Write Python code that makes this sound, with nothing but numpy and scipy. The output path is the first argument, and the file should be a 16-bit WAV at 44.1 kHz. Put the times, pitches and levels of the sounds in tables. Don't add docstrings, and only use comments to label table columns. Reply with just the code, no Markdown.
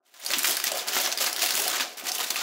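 import sys
import numpy as np
from scipy import signal
from scipy.fft import rfft, irfft, next_fast_len
from scipy.io import wavfile

SR = 44100
rng = np.random.default_rng(int(sys.argv[2]) if len(sys.argv) > 2 else 0)


def master(y):
    cut = np.clip(np.atleast_2d(y).T, -1, 1)
    pcm = np.round(cut * 32767)
    wavfile.write(sys.argv[1], SR, pcm.astype(np.int16))


N = 107074

# time in seconds, relative crackle level in dB,
# relative mids in dB, relative treble in dB.
CRUSHING = [(0.063, -68.5, 1.5, 0.5), (0.134, -65.5, 0, 0), (0.141, -54, 0, -5), (0.185, -55.5, 1, -1),
            (0.22, -45, -4, -4), (0.29, -34, -8.5, -3), (0.335, -34, 2, 0), (0.425, -36, -5.5, -2),
            (0.445, -26.5, -5, -1), (0.49, -26, -4.5, 2.5), (0.55, -33, -6.5, -4), (0.63, -39.5, -4, -4),
            (0.672, -23, -9, -1.5), (0.71, -44, 2.5, -12), (0.745, -36, 1.5, -1), (0.769, -33.5, -1.5, 4),
            (0.821, -34, -5.5, -7.5), (0.863, -48, 1, -5), (0.879, -25, -8, -0.5), (0.913, -35, -4, -6.5),
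            (0.941, -26.5, -5.5, 0), (1.07, -28.5, -7, -5), (1.165, -49, 4, -1), (1.208, -26, -7.5, -1),
            (1.27, -28.5, -4, -1), (1.315, -41, -0.5, 0), (1.35, -42, -2, -2), (1.405, -28, -8, -4),
            (1.425, -26.5, -6, 0), (1.53, -30.5, -9, -5.5), (1.59, -28.5, -4, 3), (1.66, -31, -8.5, -3),
            (1.754, -29.5, 1, -0.5), (1.79, -31, -7, -11), (1.815, -25.5, -2.5, -5.5),
            (1.86, -43.5, -5, -9), (1.925, -46, -6.5, -5), (1.967, -58, 6, -6), (1.972, -41, -3.5, 4),
            (2.0, -42.5, 3, 2), (2.015, -49, 2, -5), (2.034, -45, -2, -1), (2.085, -24.5, -5, -2.5),
            (2.11, -47, 0, -3), (2.15, -33, -4.5, 4.5), (2.175, -36, -8.5, -8), (2.201, -30, 0, 0),
            (2.29, -40.5, -3.5, -1), (2.345, -42.5, 5.5, 6), (2.365, -32.5, -7, -7), (2.42, -33, 1.5, -3)]
# frequency in Hz, relative gain in dB.
FOIL_COLOUR = [(60, -50), (250, -13.5), (600, -5.5), (1000, 2.5), (2000, 2.5), (3200, 3.5), (4600, 2.2),
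               (7200, 1), (8600, -5), (12000, -5), (15700, -3.5)]
FACET_LOW_HZ, FACET_HIGH_HZ = 1230, 8970


def crackle(count, level_db, scatter_db, decay_ms, ring_db, q, mids_db, treble_db):
    when, size, pitch, length = rng.random((count, 4)).T
    times = (np.arange(count) + 2 * when) / count * N / SR
    s, *columns = np.array(CRUSHING).T
    db, mids, treble = (np.interp(times, s, column) for column in columns)
    fade_in = np.minimum(times / s[0], 1) ** 4
    scatter = unit(undb(scatter_db * size ** 2)) * np.sqrt(N)
    sizes = scatter * undb(db + level_db) * fade_in
    facet_hz = FACET_LOW_HZ * (FACET_HIGH_HZ / FACET_LOW_HZ) ** pitch
    decays_ms = decay_ms * (.5 + length)
    ticks = creases(decays_ms, facet_hz, mids + mids_db, treble + treble_db,
                    FOIL_COLOUR, ring_db, q, rise_s=.00005)
    return place(times, ticks * sizes[:, None])


# time in seconds, relative level in dB,
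# facet pitch in Hz, relative mids in dB, relative treble in dB, decay constant of the rasp in ms.
LARGE_CREASES = [(0.1394, -38, 1740, -15, -18, 3), (0.1973, -30.5, 2080, -21, 6, 2),
                 (0.2483, -23, 8050, -30, -19, 1.6), (0.2619, -12.5, 4900, -26, -18.5, 1.2),
                 (0.3037, -15, 2150, -15, -25, 1.6), (0.3126, -13.5, 4340, -21, -22, 0.76),
                 (0.3345, -9, 3320, -21, -32, 3.9), (0.3399, -13.5, 3060, -25, -43, 3.2),
                 (0.383, -10.5, 6600, -17, -10, 2.3), (0.3903, -10, 4820, -20, -17, 1.1),
                 (0.431, -12, 7200, -12, -9, 2), (0.444, -12, 2880, -15, -25, 1.8),
                 (0.4713, -12.5, 5150, -25, -17, 1.8), (0.5088, -10.5, 3240, -40, -12, 2.5),
                 (0.546, -19, 4800, -27, -12, 2), (0.568, -10.5, 5170, -22, -14.5, 3.1),
                 (0.5719, -17, 4670, -2, -16, 1.6), (0.599, -15.5, 4540, -9, -15, 1.3),
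                 (0.6396, -8, 1930, -25.5, -18.5, 1.9), (0.6695, -16, 6350, -13, -34, 1.8),
                 (0.7166, -13, 7500, -17, -20, 1.2), (0.874, -19, 5400, -9, -17, 3.5),
                 (0.966, -12, 2040, 0, -29, 3.2), (1.014, -13, 3200, -34, -10, 1.2),
                 (1.06, -12, 5400, -17, -31, 1.6), (1.0742, -19, 2980, 18, -33, 1.2),
                 (1.1167, -16, 4350, -29, -26.5, 1.8), (1.124, -11.5, 6800, -21, -30, 1.3),
                 (1.1736, -13, 5020, -16.5, -20, 1.7), (1.1842, -17, 4340, -18, -23, 2.1),
                 (1.2612, -14, 5130, -24, -27, 2.2), (1.2749, -18.5, 2090, 17, -4, 1.6),
                 (1.3282, -13.5, 5100, -52, -21, 2.5), (1.362, -15, 4700, -15, -19, 2),
                 (1.4295, -11.5, 2220, -24, -23, 1.7), (1.46, -10.5, 3610, -13, -11, 1.6),
                 (1.489, -16, 2640, -24, -27, 1.6), (1.506, -10, 5260, -15.5, -15, 4),
                 (1.5429, -15.5, 6840, -3, -8, 1.2), (1.552, -12.5, 7060, -20, -6, 3.5),
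                 (1.6187, -14, 6650, -25, -12, 4), (1.6783, -10, 5000, -16, -11, 0.42),
                 (1.7977, -13.5, 2000, -10, -23, 2.4), (1.8049, -13.5, 3900, -12, -22, 1.8),
                 (1.9817, -28, 5200, -23, -20, 2), (2.0874, -16.5, 5950, -19, -22, 1.6),
                 (2.1171, -13, 5570, -33, -21, 1.8), (2.149, -16.5, 6600, -24, -24, 1.8),
                 (2.1826, -16, 2980, -20, -11, 1.6), (2.2382, -22.5, 4200, -15, -16, 1.6),
                 (2.3027, -13.5, 4440, -15, -15, 1.3), (2.3055, -10, 5900, -14, -22.5, 2.2),
                 (2.3575, -14.5, 2650, -9, -19, 0.7), (2.3647, -17, 1250, -20, -21, 1.6),
                 (2.4204, -12, 5870, -22, -16, 1.6)]
# frequency in Hz, relative gain in dB.
SNAP_COLOUR = [(60, -31), (250, -14), (700, -10), (1500, -2), (4500, 2), (8000, -2.5), (15700, -2)]
SNAP_DB, SNAP_MIDS_DB, SNAP_TREBLE_DB = 13, 19.5, 20.5
SNAP_RISE_S, SNAP_LAG_S = .0002, .0006
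CRACK_DB, CRACK_SHARE = -6, .16
FACET_RING_DB, FACET_RING_S = -10, 0.0032


def snaps():
    s, db, hz, mids, treble, decay_ms = np.array(LARGE_CREASES).T

    def bursts(decays_ms, rise_s):
        return unit(creases(decays_ms, hz, mids + SNAP_MIDS_DB, treble + SNAP_TREBLE_DB,
                            SNAP_COLOUR, ring_db=4, q=4.4, rise_s=rise_s))

    rasps = bursts(decay_ms, SNAP_RISE_S)
    cracks = bursts(decay_ms * CRACK_SHARE, SNAP_RISE_S / 10)
    t = np.arange(rasps.shape[1]) / SR
    ring_fall = np.exp(-t / FACET_RING_S)
    cracks = unit(cracks * ring_fall)
    pings = unit(np.sin(2 * np.pi * hz[:, None] * t) * ring_fall * (1 - np.exp(-t / SNAP_RISE_S)))
    sounds = rasps + undb(CRACK_DB) * cracks + undb(FACET_RING_DB) * pings
    return place(s + SNAP_LAG_S, unit(sounds) * undb(db + SNAP_DB)[:, None])


MIDS_HZ, TREBLE_HZ = 2950, 7540
SHIMMER_DB, SHIMMER_S = -2, .0045


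def creases(decay_ms, facet_hz, mids_db, treble_db, base, ring_db, q, rise_s, size=768):
    t = np.arange(size) / SR
    f = np.fft.rfftfreq(size, 1 / SR) + 1
    fall = np.exp(-1000 * t / np.maximum(decay_ms, .1)[:, None])
    shimmer = undb(SHIMMER_DB) * np.exp(-t / SHIMMER_S)
    envelope = np.hypot(fall, shimmer) * (1 - np.exp(-t / rise_s))
    burst = rng.standard_normal((len(decay_ms), size)) * envelope
    ring = 1 + undb(ring_db) / (1 + 1j * q * (f / facet_hz[:, None] - facet_hz[:, None] / f))
    ringing = unit(irfft(rfft(burst) * ring))
    mids_shelf = mids_db[:, None] / (1 + (f / MIDS_HZ) ** 4)
    treble_shelf = treble_db[:, None] / (1 + (TREBLE_HZ / f) ** 12)
    cepstrum = irfft(np.log(colour(base, f) * undb(mids_shelf + treble_shelf)))
    cepstrum[:, 1:size // 2] *= 2
    cepstrum[:, size // 2 + 1:] = 0
    return irfft(rfft(ringing) * np.exp(rfft(cepstrum)))


# start in seconds, relative level in dB, starting pitch in Hz.
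PANEL_FLIPS = [(.9672, -5, 1480), (1.7475, -12, 1250), (1.762, -15, 1320), (1.8218, -23, 1750)]
POP_DECAY_S, POP_GLIDE_PER_S = 0.00044, 350
POP_CUT_HZ = 790


def pops():
    t = np.arange(SR // 50) / SR
    s, db, hz = np.array(PANEL_FLIPS).T
    cycles = hz[:, None] * t * (1 + POP_GLIDE_PER_S * t / 2)
    pulses = np.sin(2 * np.pi * cycles) * np.exp(-t / POP_DECAY_S)
    bass_cut = signal.butter(2, POP_CUT_HZ, "high", fs=SR, output="sos")
    return place(s, undb(db)[:, None] * signal.sosfilt(bass_cut, pulses))


# time in seconds, relative level in dB.
SHEET_LEVEL = [(0.045, -79), (0.07, -78), (0.22, -60), (0.31, -41.5), (0.41, -51), (0.48, -36.5),
               (0.61, -50.5), (0.68, -44.5), (0.77, -44.5), (0.85, -46), (0.98, -38.5), (1.17, -48.5),
               (1.22, -40), (1.35, -46), (1.43, -43.5), (1.54, -44.5), (1.6, -37), (1.66, -40.5),
               (1.82, -45), (1.95, -54), (2.08, -44), (2.16, -49), (2.21, -43), (2.3, -51.5), (2.42, -44.5)]
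# frequency in Hz, relative gain in dB.
RATTLE_COLOUR = [(30, -62), (65, -59), (120, -18.5), (190, -16.5), (290, -5), (560, -0.5), (712, 6),
                 (860, -2), (1500, -1.5), (4000, -91)]
PANEL_LOW_HZ, PANEL_HIGH_HZ, PANEL_RING_S = 260, 987, 0.0085


def rattle(count, level_db, scatter_db, ring_db, size=2048):
    when, force, sign, pitch = rng.random((count, 4)).T
    times = (np.arange(count) + when) / count * N / SR
    t = np.arange(size) / SR
    hz = PANEL_LOW_HZ * (PANEL_HIGH_HZ / PANEL_LOW_HZ) ** pitch
    rings = unit(np.sin(2 * np.pi * hz[:, None] * t) * np.exp(-t / PANEL_RING_S))
    tap = (t == 0) + undb(ring_db) * rings
    strength = undb(scatter_db * force) * np.sign(sign - .5)
    taps = place(times, tap * strength[:, None])
    s, db = np.array(SHEET_LEVEL).T
    level = undb(level_db + np.interp(np.arange(N) / SR, s, db))
    return unit(tint(taps, RATTLE_COLOUR)) * np.sqrt(N) * level


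# start in seconds, relative level in dB, pitch ratio.
SHEET_FLEXES = [(.7175, -22.5, 1), (.742, -26.5, 0.9), (.757, -26, 0.96), (.771, -27.5, 1.08),
                (.99, -35, 0.9), (1.206, -27.5, 0.99), (1.431, -23.5, 1.12), (1.587, -35.5, .65),
                (1.806, -26.5, 1.48), (1.857, -33.5, 1.11)]
# nominal frequency in Hz, relative level in dB, T60 in seconds.
SHEET_RINGS = [(382, -20, 0.078), (494, -12.5, 0.042), (598, 2, 0.027), (644, 2.5, 0.036), (716, -5.5, .05),
               (790, -27, 0.044), (1000, -3, 0.022)]


def flexes():
    return knocks(SHEET_FLEXES, SHEET_RINGS, attack_s=0.0017, detune=0.02)


# start in seconds, relative level in dB, pitch ratio.
BOWL_NUDGES = [(.368, -36, 1.0), (.668, -44, 1.0), (1.805, -41.5, 0.97), (2.033, -45, 0.99)]
# nominal frequency in Hz, relative level in dB, T60 in seconds.
BOWL_THUDS = [(85, -47, 0.068), (139, -11.5, 0.094), (260, -13.5, 0.019), (280, 10.5, 0.038)]


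def nudges():
    return knocks(BOWL_NUDGES, BOWL_THUDS, attack_s=0.0016, detune=0.005)


def knocks(events, modes, attack_s, detune):
    t = np.arange(SR // 3) / SR
    s, db, ratio = np.array(events).T
    hz, weight_db, t60 = np.array(modes).T
    bent_hz = hz * ratio[:, None] * (1 + detune * rng.standard_normal((len(s), len(hz))))
    decay = np.exp(-np.log(1000) * t / t60[:, None])
    rings = np.sin(2 * np.pi * bent_hz[..., None] * t) * undb(weight_db)[:, None] * decay
    attack = (1 - np.exp(-t / attack_s)) ** 2
    return place(s, rings.sum(1) * attack * undb(db)[:, None])


ROOM_DB, ROOM_T60_S, ROOM_T60_HIGH_S = -7, 0.31, 0.035


def kitchen(x):
    t = np.arange(N) / SR
    noise = rng.standard_normal(N)
    low = tint(noise, [(3000, -5.5), (6500, -8), (9500, -6), (16000, -11.5)])
    slow = low * undb(-60 * t / ROOM_T60_S)
    fast = undb(1.5) * (noise - low) * undb(-60 * t / ROOM_T60_HIGH_S)
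    tail = (slow + fast) * (t > .004)
    return x + signal.fftconvolve(x, undb(ROOM_DB) * unit(tail))[:N]


def undb(db):
    return 10 ** (np.asarray(db) / 20)


def unit(x):
    return x / np.sqrt(np.sum(x ** 2, axis=-1, keepdims=True) + 1e-18)


def colour(points, f):
    hz, db = np.array(points).T
    return undb(np.interp(np.log(f + 1), np.log(hz), db))


def tint(x, points):
    size = next_fast_len(N + SR // 10)
    return irfft(rfft(x, size) * colour(points, np.fft.rfftfreq(size, 1 / SR)), size)[:N]


def place(times, sounds):
    at = (np.asarray(times)[:, None] * SR).astype(int) + np.arange(sounds.shape[1])
    return np.bincount(np.maximum(at, 0).ravel(), sounds.ravel(), N)[:N]


def scene():
    hands = [crackle(count=750, level_db=-1.5, scatter_db=11, decay_ms=0.22, ring_db=-1.5, q=4.8,
                     mids_db=1.5, treble_db=1) for _ in range(2)]
    coarse = crackle(count=220, level_db=-4.0, scatter_db=3.5, decay_ms=0.26, ring_db=6, q=4.9,
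                     mids_db=2.5, treble_db=7.5)
    sheet = rattle(count=480, level_db=1.0, scatter_db=13, ring_db=-12) + flexes()
    places = hands + [coarse + nudges(), snaps() + pops() + sheet]
    return sum(kitchen(part) for part in places)[None]


TOP_HZ = 15740


def record(dry):
    return signal.sosfilt(signal.ellip(12, .2, 70, TOP_HZ, fs=SR, output="sos"), dry)


dry = scene()
out = record(dry)
master(out)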